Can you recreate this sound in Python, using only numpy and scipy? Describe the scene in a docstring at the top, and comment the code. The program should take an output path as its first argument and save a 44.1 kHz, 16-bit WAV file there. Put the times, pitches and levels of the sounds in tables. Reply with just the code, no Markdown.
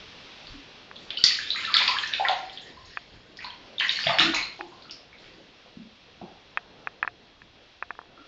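"""In a tiled bathroom, a kitten paws and wades through shallow water in a bathtub.
Bubbles plop and slaps knock as short damped sines of climbing pitch; sprayed water is a dense patter of drops.
Noise that dies at its own speed at each pitch makes the room ring after the water.
The hand-held camera's plastic shell ticks, dry and close: short pushes ring its modes.
Under it lie shaped noise for a soft hiss, hum and grip rumble, and a few thin steady-pitched tones."""
import sys
import numpy as np
from scipy import signal
from scipy.fft import rfft, irfft, next_fast_len
from scipy.io import wavfile
from scipy.ndimage import uniform_filter1d, map_coordinates

SR = 44100
rng = np.random.default_rng(int(sys.argv[2]) if len(sys.argv) > 2 else 0)


def level_to_linear(level):
    """Convert decibel levels to linear amplitude factors, elementwise."""
    exponent = np.asarray(level, float) / 20
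    return 10 ** exponent


def file_out(sig):
    """Save sig as 16-bit WAV at sys.argv[1]."""
    # one column per channel
    cols = np.atleast_2d(sig).T
    # limit, then scale
    lim = np.clip(cols, -1, 1)
    pcm = np.round(lim * 32767).astype(np.int16)
    wavfile.write(sys.argv[1], SR, pcm)


N = 364795  # length in samples


def unit(x):
    """Scale to an rms (average strength) of 1."""
    return x / np.sqrt(np.mean(x ** 2) + 1e-20)


def along(points, hz):
    """Read a curve of (Hz, value) points, with pitch on a log axis."""
    point_hz, value = np.transpose(points)
    return np.interp(np.log(hz + 1), np.log(point_hz + 1), value)


def curves(rows):
    """Turn each column after the time into one value per sample."""
    s, *columns = np.transpose(rows)
    return [np.interp(np.arange(N) / SR, s, column) for column in columns]


def wobble(rate):
    """A smooth random curve with rate knots a second."""
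    knots = rng.standard_normal(int(N * rate / SR) + 4)
    return map_coordinates(knots, [np.arange(N) * rate / SR])


def filtered(x, response):
    """Multiply the spectrum of x by a response that depends on frequency."""
    m = next_fast_len(len(x) + 8192)
    return irfft(rfft(x, m) * response(np.fft.rfftfreq(m, 1 / SR)), m)[:len(x)]


def shaped_noise(shape):
    """Random noise with the spectrum of a table of (Hz, dB), at rms 1."""
    return unit(filtered(rng.standard_normal(N), lambda hz: level_to_linear(along(shape, hz))))


# Colour of the hiss after the microphone; only the shape counts.
# Columns: pitch_hz [Hz], level_db [dB per Hz]
HISS_COLOUR = [(530, -49.5), (900, -22.5), (941, -10.5), (1870, -10), (2680, -5.5), (3150, -6.5),
               (3410, -5), (5600, -15), (7750, -38), (10100, -59.5), (17000, -120)]


def hiss():
    """Steady noise, shaped so that the microphone's filter brings it to its listed colour."""
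    return unit(filtered(rng.standard_normal(N), lambda hz: level_to_linear(along(HISS_COLOUR, hz) - along(MIC_RESPONSE, hz))))


def patchy(x, patchy_db):
    """Random gain patches some 300 Hz wide and 100 ms long make a noise lumpy."""
    z = signal.stft(x, nperseg=512)[2]
    field = uniform_filter1d(rng.standard_normal(z.shape), size=4, axis=0)
    field = uniform_filter1d(field, size=16, axis=1)
    return unit(signal.istft(z * level_to_linear(patchy_db * unit(field)), nperseg=512)[1][:N])


# Colour of the hum; only the shape counts.
# Columns: pitch_hz [Hz], level_db [dB per Hz]
HUM_COLOUR = [(65, -23), (110, -1), (300, -5), (550, -5.5), (800, -9), (1200, -14.5), (2000, -16),
              (4000, -120)]


def hum():
    """Low noise whose level varies in patches over pitch and time."""
    return patchy(shaped_noise(HUM_COLOUR), patchy_db=1.8)


# Colour of the grip rumble; only the shape counts.
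# Columns: pitch_hz [Hz], level_db [dB per Hz]
RUMBLE_COLOUR = [(12, -21), (25, -2), (60, -4), (110, -8.5), (200, -35.5)]
# The hand shifts on the camera; grip() raises every level by 5.5 dB.
# Columns: middle_s [s], level_db [dB], half_length_s [s, where the swell is down to 1/e]
HAND_SHIFTS = [(0.0, -64.5, 0.32), (0.526, -49.5, 0.056), (1.89, -67, 0.64), (2.847, -58, .1),
               (3.153, -52.5, 0.03), (3.475, -66, 0.092), (4.304, -54, .15), (7.42, -60, 0.039)]


def grip():
    """Low noise from the hand on the camera: a faint resting level, swelling at each shift."""
    resting_db = -65  # before the 5.5 dB below
    t = np.arange(N) / SR
    swell = level_to_linear(resting_db)
    for s, db, half in HAND_SHIFTS:
        swell = swell + level_to_linear(db) * np.exp(-((t - s) / half) ** 2)
    return level_to_linear(5.5) * swell * shaped_noise(RUMBLE_COLOUR)


# Thin tones on multiples of one base pitch.
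# Columns: multiple [times the base], level_db [dB rms before wavering and the microphone]
WHINE_TONES = [(9, -72), (11, -70), (12, -78.5), (13, -74), (14, -75.5)]


def whine(base_hz=300):
    """Sines of steady pitch that waver slowly in level."""
    t = np.arange(N) / SR
    tones = np.zeros(N)
    for multiple, db in WHINE_TONES:
        level = level_to_linear(db + 3 + 1.5 * wobble(3))  # a sine peaks 3 dB over its rms
        tones += level * np.sin(2 * np.pi * multiple * base_hz * t)
    return tones


# Slow drift of the background; air() lowers the hum by 3 dB and makes both levels waver.
# Columns: start_s [s], hiss_db [dB], hum_db [dB]
AIR_LEVELS = [(0, -45, -51), (.4, -46, -51.5), (.95, -51.5, -50), (2.7, -58.5, -51.5), (3.2, -61.5, -55),
              (3.65, -51, -50.5), (4.9, -55, -53), (6, -55, -56.5), (6.8, -55, -52.5), (7.4, -58.5, -55.5),
              (7.75, -56.5, -58), (8.1, -58, -53.5), (8.27, -54, -55.5)]


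def air():
    """The background: wavering hiss and hum, the rumble of the grip and the thin tones."""
    hiss_db, hum_db = curves(AIR_LEVELS)
    hiss_level = level_to_linear(hiss_db + 0.58 * wobble(9.2))
    hum_level = level_to_linear(hum_db - 3.0 + 0.89 * wobble(4.7))
    return hiss_level * hiss() + hum_level * hum() + grip() + whine()


def bubbles(s, hz, gain, cycles, rise, size):
    """Damped sines of climbing pitch, as when an air pocket nears the surface."""
    turn = np.arange(size) / SR * hz[:, None]
    age = turn / cycles[:, None]  # level falls by a factor e per unit of age
    climbing = turn * (1 + rise * np.minimum(age, 2) / 2)
    envelope = np.exp(-age) * (1 - np.exp(-4.5 * age)) ** 2
    wave = np.sin(2 * np.pi * climbing) * envelope
    at = np.round(s * SR).astype(int)[:, None] + np.arange(size)
    return np.bincount(at.ravel(), (gain[:, None] * wave).ravel(), N + size)[:N]


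# Clear bubbles, slaps and knocks; plops() adds a gain to each level and lengthens the shortest lives.
# Columns: start_s [s], pitch_hz [Hz], level_db [dB], life_cycles [cycles]
CLEAR_PLOPS = [(0.47, 4340, -32, 4.5), (0.536, 274, -43, 5.3), (0.964, 3300, -37.5, 8.2),
               (1.105, 3260, -18, 2.36), (1.172, 2940, -23.5, 18), (1.172, 3780, -28, 9.2),
               (1.182, 4480, -28, 16), (1.188, 1400, -44.5, 9.1), (1.2394, 4510, 2, 4.5),
               (1.2395, 5740, -2, 6.2), (1.2401, 1944, -21.5, 6.7), (1.2402, 6860, -4.5, 5.2),
               (1.24, 4200, -8, 5.4), (1.307, 1890, -27.5, 14), (1.388, 1677, -26, 7.5),
               (1.473, 3580, -35.5, 20), (1.5039, 3900, -13.5, 6.8), (1.547, 1226, -36, 7.3),
               (1.559, 2070, -23, 5.9), (1.592, 1046, -45, 19), (1.636, 2680, -29.5, 23),
               (1.646, 1760, -31.5, 13.3), (1.651, 3900, -19, 4.9), (1.675, 1330, -30, 8.6),
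               (1.7, 1155, -28.5, 8), (1.735, 2300, -25, 8.8), (1.741, 4180, -3.5, 4.3),
               (1.741, 6630, -14, 3.1), (1.747, 1755, -19, 4.5), (1.767, 3500, -9, 6.8),
               (1.803, 1003, -24.5, 3.7), (1.819, 2120, -13.5, 2.2), (1.878, 2590, -10.5, 2.1),
               (1.879, 4530, -8, 3.3), (1.882, 1022, -22, 7.3), (1.934, 982, -31.5, 8.2),
               (1.967, 1610, -23, 4.5), (1.986, 3100, -15, 3.5), (2.032, 4070, -25, 13),
               (2.035, 1766, -26.5, 12), (2.074, 5780, -19.5, 5.2), (2.136, 2730, -14, 3.3),
               (2.136, 3590, -17.5, 7.9), (2.197, 780, -18.5, 6.3), (2.242, 1047, -31.5, 25),
               (2.25, 1947, -15.5, 5.1), (2.269, 1375, -28, 9.6), (2.285, 3530, -8.5, 2.2),
               (2.285, 6000, -20, 2.7), (2.286, 890, -21, 4.2), (2.293, 616, -35.5, 9.4),
               (2.295, 745, -20.5, 12.4), (2.497, 3200, -31.5, 3.4), (2.574, 3290, -29.5, 5.4),
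               (2.767, 1016, -44.5, 12), (3.371, 4940, -28, 3.1), (3.389, 1934, -35.5, 9.1),
               (3.405, 2470, -31.5, 3.7), (3.443, 965, -33.5, 7.1), (3.445, 4180, -26.5, 7.7),
               (3.503, 3160, -38, 21), (3.782, 3580, -26, 14), (3.799, 3000, -15, 6), (3.801, 4130, -23, 7),
               (3.882, 5440, -26, 13), (3.807, 1077, -27, 4.4), (3.808, 1750, -22, 4),
               (3.817, 2540, -21, 12), (3.893, 3700, -14, 7.9), (3.958, 4280, -21.5, 20),
               (3.989, 1730, -23, 3.5), (4.032, 4770, -23, 15), (4.04, 2660, -17, 1.9),
               (4.06, 144.3, -33, 3.6), (4.066, 672, -22, 11.3), (4.068, 2016, -17.5, 6.1),
               (4.07, 3370, -14.5, 5.1), (4.085, 873, -29.5, 24), (4.095, 1160, -21, 3.8),
               (4.141, 723, -25.5, 6.5), (4.186, 2380, -3, 2.1), (4.185, 5300, -24, 30),
               (4.131, 4380, -29.5, 36), (4.196, 171.5, -37.5, 10.7), (4.196, 3650, -7.5, 5.3),
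               (4.198, 317, -24, 7.4), (4.203, 1296, -17, 5.5), (4.219, 670, -31.5, 3),
               (4.219, 5320, -25.5, 27), (4.246, 284, -23, 3.3), (4.26, 1435, -29, 21),
               (4.338, 1070, -18, 2), (4.34, 3970, -22, 13), (4.346, 2495, -15.5, 6.7),
               (4.426, 4100, -24, 14), (4.588, 339, -38, 11.3), (4.592, 795, -34, 4.2),
               (4.719, 1015, -41, 5.6), (4.823, 4200, -35.5, 3.3), (4.853, 1310, -46.5, 6),
               (4.86, 306, -47, 2), (4.896, 2840, -34.5, 4), (4.91, 5220, -22, 4.9),
               (5.129, 2210, -39.5, 4.9), (5.185, 4030, -45, 8.1), (5.242, 2580, -37, 2.2),
               (5.4, 540, -48, 3), (5.66, 617, -42.5, 1.5), (5.77, 218, -32, 3.3), (6.214, 747, -33.5, 3.2),
               (6.215, 186, -37, 2.9), (6.225, 349, -39, 3.4), (8.172, 278, -48, 3.2),
               (8.175, 1325, -47, 10.5)]


def plops():
    """Clear bubbles, and slaps and knocks built from several short damped sines; short ones are a bit weaker."""
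    s, hz, db, life = np.transpose(CLEAR_PLOPS)
    life = np.maximum(life, 1.5)
    # the level dies by a factor e in half of the life
    return bubbles(s, hz, level_to_linear(db + 6.0 - 2.0 / life), life / 2, rise=0.012, size=3600)


def tub(x, size=1500):
    """The direct sound with a dense, quickly dying cluster of answers from the hard tub."""
    answer_db, t60_s = -1, 0.013
    answer = rng.standard_normal(size) * level_to_linear(-60 * np.arange(size) / SR / t60_s)
    late = signal.fftconvolve(x, answer / np.linalg.norm(answer))
    return x + level_to_linear(answer_db) * np.pad(late, (20, 0))[:N]


# How long the tiled room rings at each pitch.
# Columns: pitch_hz [Hz], t60_s [s to fall by 60 dB]
TILE_RING = [(150, 0.35), (400, 0.44), (1000, 0.48), (2800, 0.43), (7000, 0.33)]


def bathroom(x, lump_db, size=16384):
    """Each frequency dies at its own speed; a fresh noise tail is drawn for each overlapping piece."""
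    out = np.zeros(N + 3 * SR)
    fade = np.hanning(2 * size + 1)[:-1]  # overlapping pieces blend into each other
    padded = np.pad(x, (size, 2 * size))
    for start in range(0, N + size, size):
        hz, t, z = signal.stft(rng.standard_normal(SR * 3 // 4), SR, nperseg=256)
        decay = level_to_linear(-60 * t / along(TILE_RING, hz)[:, None])
        tail = signal.istft(z * decay, SR, nperseg=256)[1]
        lumps = np.repeat(rng.standard_normal(len(tail) // 64 + 1), 64)[:len(tail)]
        tail *= level_to_linear(lump_db * lumps)  # short stretches of the tail stand out
        piece = padded[start:start + 2 * size] * fade
        echo = signal.fftconvolve(piece, tail / np.linalg.norm(tail))
        out[start:start + len(echo)] += echo
    return np.pad(out[size:], (90, 0))[:N]  # the echo starts 2 ms late


# Ringing modes of the plastic shell; each tick varies their levels a little.
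# Columns: pitch_hz [Hz], width_hz [Hz], level_db [dB]
SHELL_MODES = [(380, 1200, -40), (705, 20, -8), (1160, 600, -1.5), (1750, 250, 5.5), (2530, 157, 5.5),
               (3170, 140, -12.5), (3800, 140, -45), (5260, 470, -21)]
# Ticks of the shell; ticks() adds 20.5 dB to each level and 12 dB to each sharpness.
# Columns: start_s [s], level_db [dB], sharpness_db [dB, tilt toward the treble]
SHELL_TICKS = [(0.912, -20, -23), (2.971, -10.5, -13.5), (4.608, -12.5, -18), (6.572, -4.5, -13.5),
               (6.871, -7.5, -18.5), (7.027, -4, -15), (7.039, -22, -24), (7.047, -9.5, -38),
               (7.075, -7, -18.5), (7.417, -33, -12), (7.824, -6, -24.5), (7.905, -7.5, -29),
               (7.951, -26.5, -33), (7.989, -10.5, -45), (8.014, -20, -50), (8.055, -41, -19)]


def ticks(size=4096):
    """Each tick is a short push that rings the shell; sharper pushes reach its upper modes."""
    out = np.zeros(N + size)
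    f, t = np.fft.rfftfreq(size, 1 / SR), np.arange(size) / SR
    for s, db, sharp_db in SHELL_TICKS:
        strength = level_to_linear(rng.normal(0, 1.2, len(SHELL_MODES)))
        ring = 0
        for k, (gain, (center, width, level)) in enumerate(zip(strength, SHELL_MODES)):
            mode = 1j * f * width / (center * center - f * f + 1j * f * width)
            ring = ring + gain * level_to_linear(level) * mode * (-1) ** min(k + 1, 5)  # the low modes alternate in sign
        push = level_to_linear((sharp_db + 12.0) * np.minimum(f / 2500, 1.3) ** 2 - 12.5 * (f / 6000) ** 2)
        # a short noisy tail of early reflections follows the push
        reflections = level_to_linear(-33.5 - 60 * t / 0.038) * rng.standard_normal(size)
        reflections[0] = 1  # the direct sound
        tick = np.roll(irfft(ring * push * rfft(reflections), size), 20)  # keeps the onset from wrapping round
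        start = round((s + .0009) * SR)
        out[start:start + size] += level_to_linear(db + 20.5) * tick
    return out[:N]


def drops(count, centre_hz, spread, cycles, uneven_db, size):
    """A dense patter of drops of scattered pitch and strength, rms 1."""
    draw = rng.random((count, 2))
    hz = np.clip(centre_hz * np.exp(spread * rng.standard_normal(count)), 300, 9000)
    gain = level_to_linear(-uneven_db * np.log(1 - draw[:, 1]))
    return unit(bubbles(draw[:, 0] * N / SR, hz, gain, np.full(count, cycles), rise=0.193, size=size))


def strokes(s, db, t60):
    """Rms level of falling water: each stroke rises fast and dies away; their powers add."""
    rise_s = 0.004
    age = np.maximum(np.arange(N) / SR - s[:, None], 0)
    level = level_to_linear(db[:, None] - 60 * age / t60[:, None]) * np.minimum(age / rise_s, 1)
    return np.sqrt(np.sum(level ** 2, axis=0))


def strays(s, stroke_db, t60, centre_hz, cycles, count):
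    """Every stroke leaves a few chance bubbles in the water that it threw, fading with it."""
    s, stroke_db, t60 = np.repeat([s, stroke_db, t60], count, axis=1)
    draw, scatter = rng.random((len(s), 1)), rng.standard_normal((len(s), 3))
    late = draw[:, 0] * t60 / 2
    hz = np.clip(centre_hz * np.exp(.33 * scatter[:, 0]), 500, 7000)
    db = stroke_db - 60 * late / t60 + 3 * scatter[:, 1]
    return bubbles(s + late, hz, level_to_linear(db), cycles * np.exp(.4 * scatter[:, 2]), rise=0.031, size=3000)


# Colour of the low thump; only the shape counts.
# Columns: pitch_hz [Hz], level_db [dB per Hz]
SLOSH_COLOUR = [(60, -43.5), (110, -9.5), (180, -1.5), (300, -9), (500, -31)]


def slosh(stroke_level):
    """Moved water thumps the tub: low noise that follows the strokes, with their loudness range narrowed."""
    full_stroke_db, follow = -43, 0.47  # follow: dB gained per dB of larger drops
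    return level_to_linear(full_stroke_db) * stroke_level ** follow * shaped_noise(SLOSH_COLOUR)


# Paw strokes that throw water; spray() shortens the fall of the larger drops to 0.9 of t60_s.
# Columns: start_s [s], fine_db [dB rms], large_db [dB rms], t60_s [s for the spray to fall by 60 dB]
PAW_STROKES = [(0.95, -54.5, -60, 1.4), (1.168, -40, -56, 0.27), (1.24, -28, -51, 0.73),
               (1.51, -48, -68, 0.67), (1.56, -42, -42.5, 3.6), (1.741, -25.5, -26, .45),
               (1.872, -38.5, -42, 1.74), (2.128, -36.5, -37.5, 0.19), (2.287, -53, -45.5, 0.4),
               (2.57, -68.5, -82, 0.17), (2.85, -50, -85, 0.57), (3.05, -62, -67, 1.7),
               (3.42, -52.5, -46, 0.39), (3.79, -37.5, -39, 0.63), (3.89, -33, -44.5, 0.75),
               (3.958, -40.5, -58.5, 0.25), (4.059, -39, -32, 0.46), (4.185, -23.5, -25, .35),
               (4.34, -31.5, -35.5, 0.24), (4.5, -58, -76, 2), (4.9, -64, -85, 0.68), (5.18, -60, -63, 1.7)]


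def spray():
    """Thrown water falls back as fine spray, larger drops and stray bubbles, and sloshes low in the tub."""
    fine = drops(count=3500, centre_hz=4400, spread=.33, cycles=5, uneven_db=2.6, size=500)
    large = drops(count=900, centre_hz=1900, spread=.22, cycles=8, uneven_db=2.6, size=1300)
    s, fine_db, large_db, t60 = np.transpose(PAW_STROKES)
    large_t60 = 0.9 * t60
    fine_level = strokes(s, fine_db, t60)
    large_level = strokes(s, large_db, large_t60)
    small_bubbles = strays(s, large_db + 2, large_t60, centre_hz=1575, cycles=4.3, count=4)
    tiny_pings = strays(s, fine_db + 5, t60, centre_hz=3900, cycles=9.5, count=8)
    return fine_level * fine + large_level * large + small_bubbles + tiny_pings + slosh(large_level)


def scene():
    """Water in the ringing tub and room, ticks and air at the microphone."""
    clear = plops()
    thrown = spray()
    echo = bathroom(clear + thrown, lump_db=0.5)
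    return (tub(clear) + thrown + level_to_linear(6.0) * echo + ticks() + air())[None]


# How strongly the small microphone passes each pitch.
# Columns: pitch_hz [Hz], level_db [dB]
MIC_RESPONSE = [(60, -7.5), (300, 1), (4500, 0), (5500, -5), (5950, -13.5), (6600, -9), (7500, -16),
                (8300, -40), (9000, -38.5), (12000, -56.5), (22000, -100)]


def microphone(x):
    """A small microphone filters the sound and loses the treble."""
    return filtered(x, lambda hz: level_to_linear(along(MIC_RESPONSE, hz)))


def overload(x):
    """The input rounds off loud peaks; a lopsided part adds a low jolt and overtones."""
    x = x / (1 + np.abs(x / .75) ** 6) ** (1 / 6)
    return x + .45 * np.maximum(np.abs(x) - .5, 0)


def band_limit(x):
    """A steep low-pass at the top of the band."""
    return signal.sosfilt(signal.butter(12, 10000, fs=SR, output="sos"), x)


def record(dry):
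    """A small microphone, an input that overloads on the loudest slap, then a steep treble cut."""
    x = overload(microphone(dry[0]))
    x = filtered(x, lambda hz: 1 / (1 + (hz / 8300) ** 12))
    return band_limit(x[None])


dry = scene()
out = record(dry)
file_out(out)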